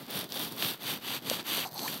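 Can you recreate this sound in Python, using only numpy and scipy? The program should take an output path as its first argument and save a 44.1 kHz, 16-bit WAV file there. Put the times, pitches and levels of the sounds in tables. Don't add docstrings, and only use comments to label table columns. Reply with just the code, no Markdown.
import sys
import numpy as np
from scipy import signal
from scipy.fft import rfft, irfft
from scipy.io import wavfile

SR = 44100
rng = np.random.default_rng(int(sys.argv[2]) if len(sys.argv) > 2 else 0)


def file_out(sig):
    cols = np.atleast_2d(sig).T
    lim = np.clip(cols, -1, 1)
    pcm = np.round(lim * 32767).astype(np.int16)
    wavfile.write(sys.argv[1], SR, pcm)


N = 88200

# start, fastest moment and end in seconds, hiss level and rumble level in dB,
# rasp and fizz boost in dB, fizz centre in Hz, place of the brush (0 left to 1 right),
# peakedness of the swell (exponent).
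STROKES = [(-.08, 0.004, .07, -50, -47.5, -6, 1, 13500, 0, 0.82),
           (0.057, 0.174, 0.28, -35.5, -42, 2, -1, 14700, 0, 1.47),
           (.28, 0.414, 0.52, -35.2, -41.5, -1.5, 1.5, 13200, 0, 1.13),
           (0.505, 0.518, 0.57, -45.5, -46, -14, 1, 12800, 0, 1),
           (0.534, 0.661, 0.78, -32.5, -42.5, 0.5, 3.5, 14300, 0.33, 1.6),
           (0.768, 0.903, 1.016, -33, -44, 1, 1, 12700, 0.58, 2.5),
           (1.0, 1.142, 1.199, -34.5, -45, 0.5, -0.5, 12500, 0.78, 1.15),
           (1.193, 1.32, 1.44, -32.5, -43, -1.5, -1.5, 13900, 0.79, 3.43),
           (1.368, 1.403, 1.432, -40, -49, 1, -14, 13500, 0.54, 2.8),
           (1.434, 1.539, 1.705, -31.5, -43, -0.5, 1, 12000, 0.92, 1.29),
           (1.697, 1.872, 2.056, -36, -44.5, -4, 2, 12300, 0.65, 1.7)]
# frequency in Hz, relative density in dB per Hz.
PORT_LEFT = [(60, -33), (200, -36), (450, -8.5), (800, -4.5), (1300, -6), (2100, -8), (2900, -2.5),
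             (3550, 4.5), (4150, -2.5), (4600, -0.5), (5100, -6.5), (5750, -6), (6300, -14), (8000, -13),
             (9300, -6.5), (10500, -10), (11600, -10.5), (12400, -7.5), (13300, -0.5), (14300, -17),
             (15800, -5.5)]

CONTACTS_PER_S, CONTACT_SPREAD_DB, CLUMP_DB, CLUMPS_PER_S = 16000, 3, 1.26, 85


def amp(db):
    return 10 ** (np.asarray(db) / 20)


def evened(x):
    return x / np.sqrt(np.mean(x ** 2) + 1e-20)


def read(points, hz):
    f, value = np.transpose(points)
    return np.interp(np.log(hz + 1), np.log(f + 1), value)


def add(mix, s, sound):
    part = mix[round(s * SR):][:len(sound)]
    part += sound[:len(part)]


def bins(size=4096):
    return abs(np.fft.fftfreq(size, 1 / SR))


def bell(x, centre, width):
    return np.exp(-.5 * ((x - centre) / width) ** 2)


def impulse_response(db):
    log_spectrum = np.conj(signal.hilbert(np.log(amp(db))))
    return np.fft.ifft(np.exp(log_spectrum)).real


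def coloured(x, db):
    return evened(signal.fftconvolve(x, impulse_response(db))[:N])


def resonate(x, hz, width):
    turn = np.exp(2j * np.pi * np.cumsum(hz) / SR)
    r = np.exp(-np.pi * width / SR)
    return 2 * (turn * signal.lfilter([1 - r], [1, -r], x / turn + 1e-18)).real


def wander(per_s):
    spectrum = rfft(rng.standard_normal(N))
    return evened(irfft(spectrum * bell(np.fft.rfftfreq(N, 1 / SR), 0, per_s), N))


def contacts(per_s, spread_db):
    size = amp(spread_db * np.minimum(rng.exponential(1, N), 5))
    sign = rng.choice([-1, 1], N)
    hit = rng.random(N) < per_s / SR
    return size * sign * hit * amp(CLUMP_DB * wander(CLUMPS_PER_S))


def speed(start, fastest, end):
    phase = np.interp(np.arange(N) / SR, [start, fastest, end], [0, .5, 1])
    return np.maximum(np.sin(np.pi * phase), 0)


def self_noise():
    # frequency in Hz, relative density in dB per Hz.
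    noise_colour = [(20, 3), (70, 2), (300, -23), (2000, -5), (16000, -32)]
    level_db = -73
    return amp(level_db) * coloured(rng.standard_normal(N), read(noise_colour, bins()))


def housing():
    # frequency in Hz, relative density in dB per Hz.
    housing_colour = [(20, -5), (65, -12), (88, -8.5), (115, -2.5), (180, -1), (270, 0.5), (350, -3),
                      (550, -7), (1000, -11), (3000, -21.5), (16000, -83)]
    handling_db, speed_power = -60.5, 0.91
    uneven_db, uneven_per_s = 0.5, 20
    level = amp(handling_db)
    for start, fastest, end, _, rumble_db, *_ in STROKES:
        level = level + amp(rumble_db) * speed(start, fastest, end) ** speed_power
    rub = contacts(CONTACTS_PER_S, CONTACT_SPREAD_DB) * amp(uneven_db * wander(uneven_per_s))
    return level * coloured(rub, read(housing_colour, bins()))


def bumps():
    # start in seconds, level in dB (before the decay and rise), pitch in Hz,
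    # time to decay by 60 dB in seconds.
    bump_rows = [(0.155, -30, 202, 0.046), (.625, -23, 700, 0.0096), (.648, -34.5, 126, .07),
                 (1.281, -29, 224, 0.019), (1.3137, -16, 547, 0.015), (1.58, -21.5, 470, 0.0088),
                 (1.655, -30, 776, 0.045), (1.717, -40, 146, 0.048)]
    rise_s = 0.00047
    out, t = np.zeros(N), np.arange(SR // 10) / SR
    for s, db, hz, t60 in bump_rows:
        envelope = np.exp(-np.log(1000) * t / t60) * (1 - np.exp(-t / rise_s))
        add(out, s, amp(db) * envelope * np.sin(2 * np.pi * hz * t))
    return out


def snaps():
    # start in seconds, peak level in dB, centre in Hz, width (standard deviation) in octaves,
    # length of the scrape in seconds (its amplitude falls by e squared).
    snap_rows = [(.066, -31, 5000, 1.2, .001), (.1095, -25, 14500, 0.46, .002),
                 (.157, -21, 14000, .3, .002), (0.1911, -14.5, 13900, 0.47, 0.00084),
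                 (0.243, -17.5, 10700, 3.6, 0.00054), (.3222, -19.5, 5000, 0.58, 0.00019),
                 (.3475, -24.5, 12000, 0.84, .002), (0.374, -25, 4000, 0.91, 0.00087),
                 (.395, -16.5, 7950, 1.3, .001), (.523, -21.5, 9050, 1.7, 0.0023),
                 (.565, -27.5, 12000, 0.43, .001), (.6246, -13.5, 2550, 0.66, 0.0018),
                 (0.629, -17, 2200, 1.6, .001), (0.635, -26, 2980, 1.2, 0.0037),
                 (.640, -31, 3220, 0.89, 0.0025), (0.6481, -16.5, 2730, 0.82, 0.0015),
                 (.8676, -24, 4000, 0.94, .001), (1.2994, -8, 5200, 0.9, 0.00023),
                 (1.2995, -18, 13300, 0.32, .0005), (1.357, -38, 5000, 0.91, .002),
                 (1.469, -17, 9000, 2.1, 0.00092), (1.4916, -22, 6050, 1, .001),
                 (1.582, -22.5, 2530, 1.9, 0.002), (1.672, -32, 6800, 0.36, 0.0013),
                 (1.743, -30, 12800, .2, 0.0071), (1.779, -25.5, 4600, 0.34, .002),
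                 (1.7933, -19.5, 3550, 1, 0.00068), (1.942, -27, 7000, 0.81, 0.0023),
                 (1.975, -52, 5100, 1.4, 0.0046)]
    floor_db, scrape_db = -27, -13.5
    out, hz, t = np.zeros(N), bins(), np.arange(SR // 10) / SR
    for s, db, centre_hz, octaves, length in snap_rows:
        grit = rng.standard_normal(len(t))
        scrape = amp(scrape_db) * grit * np.exp(-2 * t / max(length, 1 / SR))
        slip = (t == 0) + scrape
        shape = amp(floor_db) + bell(np.log2(hz + 1), np.log2(centre_hz), octaves)
        colour = 20 * np.log10(shape) + .5 * read(PORT_LEFT, hz)
        snap = signal.fftconvolve(slip, impulse_response(colour))
        add(out, s, amp(db) * snap / abs(snap).max())
    return out


def cover():
    # time in seconds, share of the port covered 0-1, cavity resonance in Hz, its level in dB.
    cover_rows = [(1.624, 0, 3000, -34), (1.645, 0, 2520, -45), (1.65, 0.2, 950, -47),
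                  (1.657, 0.9, 760, -42.5), (1.69, 0.86, 680, -51.5), (1.725, 0.84, 710, -62),
                  (1.747, 1, 770, -48.5), (1.815, .9, 790, -47.5), (1.851, 1, 870, -36),
                  (1.875, 0.9, 937, -44.5), (1.882, 0.04, 2300, -34), (1.895, 0.4, 3000, -60)]
    t = np.arange(N) / SR
    s, share, hz, db = np.transpose(cover_rows)
    shut = np.interp(t, s, np.clip(share, 0, 1), 0, 0)
    gain = amp(np.interp(t, s, db)) * (t > s[0]) * (t < s[-1])
    return shut, np.interp(t, s, hz), gain


def cavity():
    tight_width_hz, leaky_width_hz = 420, 1060
    shut, hz, gain = cover()
    drive = contacts(CONTACTS_PER_S, CONTACT_SPREAD_DB)
    tight = evened(resonate(resonate(drive, hz, tight_width_hz), hz, tight_width_hz))
    leaky = evened(resonate(resonate(drive, hz, leaky_width_hz), hz, leaky_width_hz))
    return gain * (shut * tight + (1 - shut) * leaky)


def crackle(force):
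    # frequency in Hz, relative density in dB per Hz.
    crackle_colour = [(100, -11), (1000, -8.5), (2400, -11), (4000, 5), (7000, -5.5), (10000, -7.5),
                      (13200, 4.5), (16000, -2)]
    level_db, per_s, spread_db, force_power = -49.5, 450, 3.5, 0.46
    grains = coloured(contacts(per_s, spread_db), read(crackle_colour, bins()))
    return amp(level_db) * evened(force ** force_power) * grains


def bristles():
    # frequency in Hz, relative density in dB per Hz.
    port_right = [(60, -18), (200, -19), (450, -13), (800, -3.5), (1500, -4), (2300, -3), (2900, 1.5),
                  (3450, 2.5), (4200, -2.5), (4700, 1), (5050, -15.5), (6100, -7), (6700, -12.5),
                  (7600, -12.5), (8700, -9), (10200, -14.5), (11400, -7.5), (12000, -3), (12650, -2),
                  (13500, -8), (14200, -11), (15800, -17)]
    # frequency in Hz, relative density in dB per Hz.
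    covered_colour = [(60, -35), (400, -3), (1100, -36), (1700, -20), (2600, -10.5), (3700, -1.5),
                      (4350, 8.5), (4900, -2), (5400, -10), (6100, 2), (7000, -13), (7600, -10),
                      (8300, -3.5), (9700, -16), (11200, -5.5), (12200, 2), (13300, -9), (14200, -3),
                      (15800, -23)]
    covered_db = -1
    settle_db, settle_per_s, settle_spread_db = -54.5, 5800, 4
    rasp_hz, rasp_width_hz, fizz_width_hz = 2140, 580, 1700
    slow_dull_db, dull_hz, dull_width_hz = -3.5, 9800, 3700

    hz = bins()
    drive = contacts(CONTACTS_PER_S, CONTACT_SPREAD_DB)
    left, right = read(PORT_LEFT, hz), read(port_right, hz)
    dull = slow_dull_db * bell(hz, dull_hz, dull_width_hz)
    settling = contacts(settle_per_s, settle_spread_db)
    hiss = amp(settle_db) * coloured(settling, (left + right) / 2 + dull)
    force = np.full(N, amp(settle_db))
    for start, fastest, end, db, _, rasp_db, fizz_db, fizz_hz, place, peakedness in STROKES:
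        pace = speed(start, fastest, end)
        level = amp(db) * pace ** peakedness
        colour = left + place * (right - left)
        colour = colour + rasp_db * bell(hz, rasp_hz, rasp_width_hz)
        colour = colour + fizz_db * bell(hz, fizz_hz, fizz_width_hz)
        fast, slow = coloured(drive, colour), coloured(drive, colour + dull)
        hiss = hiss + level * (pace ** 2 * fast + (1 - pace ** 2) * slow)
        force = np.hypot(force, level)
    shut = cover()[0]
    covered = force * amp(covered_db) * coloured(drive, read(covered_colour, hz))
    return crackle(force) + (1 - shut) * hiss + shut * covered


def scene():
    return (housing() + bumps() + snaps() + cavity() + bristles())[None]


def record(dry):
    low_cut_hz, edge_hz = 106.6, 15820
    low_cut = signal.butter(5, low_cut_hz, "highpass", fs=SR, output="sos")
    heard = signal.sosfilt(low_cut, dry) + self_noise()
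    band_limit = signal.firwin(1023, edge_hz, window=("kaiser", 9), fs=SR)
    return signal.oaconvolve(heard, band_limit[None], "same")


dry = scene()
out = record(dry)
file_out(out)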